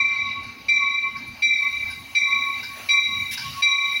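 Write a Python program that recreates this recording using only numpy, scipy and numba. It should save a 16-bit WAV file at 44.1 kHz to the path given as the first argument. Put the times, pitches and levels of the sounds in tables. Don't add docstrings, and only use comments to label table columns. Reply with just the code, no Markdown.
import sys
import numpy as np
from scipy import signal
from scipy.fft import rfft, irfft, next_fast_len
from scipy.io import wavfile
from scipy.ndimage import uniform_filter1d, map_coordinates
from numba import njit

SR = 44100
rng = np.random.default_rng(int(sys.argv[2]) if len(sys.argv) > 2 else 0)


def generate_wav(signal):
    frames = np.transpose(np.atleast_2d(signal))
    scaled = np.clip(frames, -1, 1) * 32767
    pcm = np.round(scaled).astype(np.int16)
    wavfile.write(sys.argv[1], SR, pcm)


N = 176400
STROKE_ATTACK_S = 0.011

# start_s, level_db, bright_db (added to the upper partials and the clack)
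STROKES = [(-.052, -2, 0.5), (.683, -1, 1), (1.42, 0, 3), (2.149, -0.5, 3.5), (2.887, -2, 7),
           (3.621, 3, 7.5)]


def amp(db):
    return 10 ** (np.asarray(db) / 20)


def unit(x):
    return x / np.sqrt(np.mean(x ** 2) + 1e-20)


def clock():
    return np.arange(N) / SR


def wobble(rate_hz):
    knots = rng.standard_normal(256)
    return map_coordinates(knots, [clock() * rate_hz], mode="mirror")


def filtered(x, response):
    size = next_fast_len(N + SR // 4)
    return irfft(rfft(x, size) * response(np.fft.rfftfreq(size, 1 / SR)), size)[:N]


def noise(spectrum, patchy_db=0):
    white = signal.stft(rng.standard_normal(N), nperseg=512)[2]
    patches = uniform_filter1d(rng.standard_normal(white.shape), size=5, axis=0)
    patches = unit(uniform_filter1d(patches, size=12, axis=1))
    mottled = signal.istft(white * amp(patchy_db * patches), nperseg=512)[1][:N]
    knots_hz, db = np.transpose(spectrum)
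    return unit(filtered(mottled, lambda hz: amp(np.interp(np.log(hz + 1), np.log(knots_hz), db))))


def ring(t, attack_s, t60_s):
    t = np.maximum(t, 0)
    return (1 - np.exp(-t / attack_s)) * np.exp(-np.log(1000) * t / t60_s)


def echo_paths(count, first_s=0.0047, last_s=0.34, fade_db_per_s=46.5):
    place = (np.arange(count) + rng.random(count)) / count
    delay_s = first_s + (last_s - first_s) * place ** 1.303
    gain = amp(-16 - fade_db_per_s * delay_s)
    drop = 0.01185 * (1 - np.exp(-delay_s / 0.1482))
    drop += 0.009 * rng.standard_normal(count)
    return delay_s[:, None], gain[:, None], drop[:, None]


def bell():
    # pitch_hz, level_db, t60_s, echo_boost_db
    partials = [(2087.6, -16, 0.86, 7.5), (2344.5, -2, 0.86, 2), (3878, -21, 1, 6.5),
                (3881, -15.5, 0.76, 2), (4714, -23.5, 0.14, -0.5), (5740, -26.5, 0.46, 5),
                (5750, -24, 0.22, 2.5), (6285, -43.5, 0.36, 10), (7870, -42, 0.23, 5),
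                (10096, -40, 0.19, 6), (12660, -57.5, .26, 7.5)]
    strike_hz = partials[1][0]
    age_s = np.arange(0, 1.2, 0.001)
    out = np.zeros(N)
    for start_s, stroke_db, bright_db in STROKES:
        live = slice(max(0, int(start_s * SR)), int((start_s + age_s[-1]) * SR))
        t = clock()[live] - start_s
        delay_s, gain, drop = echo_paths(count=40)
        echo_age_s = age_s - delay_s
        for hz, level_db, t60_s, echo_boost_db in partials:
            turns = rng.random(delay_s.shape) - hz * drop * echo_age_s
            echoes = gain * ring(echo_age_s, STROKE_ATTACK_S, t60_s) * np.exp(2j * np.pi * turns)
            envelope = ring(age_s, STROKE_ATTACK_S, t60_s) + amp(echo_boost_db) * echoes.sum(axis=0)
            carrier = np.exp(2j * np.pi * (hz * t + rng.random()))
            partial = np.real(np.interp(t, age_s, envelope) * carrier)
            colour_db = bright_db * (hz > np.sqrt(2) * strike_hz)
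            out[live] += amp(stroke_db + level_db + colour_db) * partial
    return amp(0.5) * out


def hum(pitch_hz=1109.7, flutter_db=5):
    # time_s, level_db
    contour = [(0, -31.5), (.13, -33.5), (0.422, -39.5), (.53, -50.5), (.68, -51.5), (.82, -26),
               (.96, -35.5), (1.2, -45), (1.42, -59), (1.549, -45.5), (1.652, -34), (1.76, -42.5),
               (1.95, -47), (2.05, -57.5), (2.15, -56.5), (2.289, -23), (2.57, -32), (2.66, -60),
               (2.8, -41), (2.88, -52), (2.95, -23), (3.06, -40.5), (3.18, -33), (3.37, -58.5), (3.54, -34),
               (3.615, -36.5), (3.68, -20.5), (3.89, -26), (4, -44)]
    level_db = np.interp(clock(), *np.transpose(contour)) + flutter_db * wobble(24)
    return amp(level_db) * unit(np.sin(2 * np.pi * pitch_hz * clock() + wobble(22)))


def ringer():
    # frequency_hz, level_db
    clack_spectrum = [(300, -40), (1200, -15.5), (1700, 0), (2300, 7.5), (3300, 1.5), (5000, 1),
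                      (7000, -36.5), (15000, -34)]
    # start_s, level_db
    resets = [(0.431, -47), (1.164, -40), (1.899, -36.5), (2.628, -30), (3.373, -24.5)]
    # frequency_hz, level_db
    puff_spectrum = [(150, -53), (700, -38), (950, -5.5), (1250, -34), (1560, 1), (2000, -27.5),
                     (2800, -17.5), (3600, -18.5), (4400, -9), (4850, -2), (5400, -7.5), (6200, -22.5),
                     (8000, -34), (15000, -31.5)]
    t = clock()
    clacks = sum(amp(db + bright_db - 25.5) * ring(t - start_s, STROKE_ATTACK_S / 2, t60_s=0.094)
                 for start_s, db, bright_db in STROKES)
    puffs = sum(amp(db) * ring(t - start_s, attack_s=0.0035, t60_s=0.28) for start_s, db in resets)
    return clacks * noise(clack_spectrum) + puffs * noise(puff_spectrum)


def train():
    # time_s, rumble_db, rolling_db, hiss_db
    approach = [(0, -43, -39, -62.5), (0.599, -48, -45, -56.5), (1.3, -47.5, -46.5, -54.5),
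                (1.648, -44, -42, -44.5), (2.051, -49, -44.5, -47), (2.401, -44, -42.5, -44),
                (2.8, -50.5, -40, -44), (3.22, -45, -43.5, -40.5), (3.55, -51, -42.5, -41.5),
                (4, -41.5, -40, -35.5)]
    # pitch_hz, level_db
    engine_tones = [(74, -56.5), (116, -60), (238, -58.5)]
    # frequency_hz, level_db
    rumble_spectrum = [(20, -26.5), (38, -22), (55, -11), (74, -7.5), (100, -2), (125, -5.5), (160, -9.5),
                       (200, -6.5), (240, 1), (300, -9.5), (480, -18), (1000, -43.5), (3000, -71.5)]
    rolling_spectrum = [(150, -12.5), (480, -6), (800, 4), (1300, 1.5), (1600, -1), (2000, 3), (2700, 7),
                        (3300, -3.5), (4600, 4.5), (5200, -5), (6300, -5), (7400, -27), (10000, -21),
                        (16000, -29)]
    hiss_spectrum = [(2000, -26.5), (6500, -5.5), (8400, -16.5), (10200, -3.5), (11700, -10),
                     (13600, -10.5), (15000, -1.5), (16000, -2.5)]
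    t = clock()
    times_s, *levels = np.transpose(approach)
    rumble_db, rolling_db, hiss_db = (np.interp(t, times_s, db) for db in levels)
    tones = sum(amp(db + 2.5 * wobble(14)) * np.sin(2 * np.pi * hz * t + 1.9 * wobble(12))
                for hz, db in engine_tones)
    rumble = amp(rumble_db + 0.68 * wobble(14)) * noise(rumble_spectrum, patchy_db=4)
    rolling = amp(rolling_db + 1.3 * wobble(17)) * noise(rolling_spectrum, patchy_db=3)
    hiss = amp(hiss_db) * noise(hiss_spectrum, patchy_db=3.2)
    return tones + rumble + rolling + hiss


def squeaks():
    # start_s, level_db
    bursts = [(0.429, -51.5), (1.17, -58), (1.265, -48), (1.899, -37.5), (1.991, -46.5)]
    # frequency_hz, level_db
    spectrum = [(5000, -44), (7500, -32), (9300, -16), (9950, 9.5), (10600, -4), (12200, -7), (13500, -30)]
    envelope = sum(amp(db) * ring(clock() - start_s, attack_s=0.005, t60_s=0.16) for start_s, db in bursts)
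    return envelope * noise(spectrum)


def booms():
    # peak_s, width_s, pitch_hz, level_db
    swells = [(1.83, .07, 77.5, -40.5), (3.2, 0.061, 90, -40), (3.49, .08, 132, -42.5)]
    out = np.zeros(N)
    for peak_s, width_s, hz, db in swells:
        envelope = np.exp(-0.5 * ((clock() - peak_s) / width_s) ** 2)
        band = noise([(hz / 4, -40), (hz / 2, -18), (hz, 0), (2 * hz, -22), (8 * hz, -90)])
        out += amp(db) * envelope * band
    return out


def valve(start_s=3.308):
    # frequency_hz, level_db
    spit_spectrum = [(200, -32), (900, -33), (1600, -1), (5500, 3.5), (8000, -8), (10500, 1), (13000, -9),
                     (15500, 0.5)]
    rush_spectrum = [(200, -29), (500, -24), (900, -18), (1250, -40), (1700, -4.5), (2800, 13.5), (4000, 5),
                     (5500, 6.5), (7500, -14), (15000, -26.5)]
    t = clock() - start_s
    gate = np.interp(t, [0, 0.008, 0.04, 0.05], [0, 1, 1, 0])
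    spit = amp(-26.5) * gate * noise(spit_spectrum, patchy_db=3.5)
    rush = amp(-35) * ring(t, attack_s=0.012, t60_s=5.7) * noise(rush_spectrum, patchy_db=4)
    return spit + rush


@njit
def follow(level, attack_s, release_s):
    out, held = np.zeros(len(level)), level[:500].max()
    for i in range(len(level)):
        lag_s = attack_s if level[i] > held else release_s
        held += (level[i] - held) / (lag_s * SR)
        out[i] = held
    return out


def scene():
    return (bell() + hum() + ringer() + train() + squeaks() + booms() + valve())[None]


def record(dry):
    threshold_db, window_s, lookahead_s, cutoff_hz = -15.5, 0.018, 0.0073, 15850
    t = clock()
    power = np.abs(uniform_filter1d(dry[0] ** 2, size=int(window_s * SR)))
    excess_db = np.maximum(10 * np.log10(power + 1e-12) - threshold_db, 0)
    duck_db = follow(excess_db, attack_s=0.0013, release_s=0.29)
    gain = amp(-np.interp(t + lookahead_s, t, duck_db))
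    edge_fade = np.clip(np.minimum(t, t[::-1]) / 0.004, 0, 1)
    return filtered(dry[0] * gain * edge_fade, lambda hz: hz < cutoff_hz)[None]


dry = scene()
out = record(dry)
generate_wav(out)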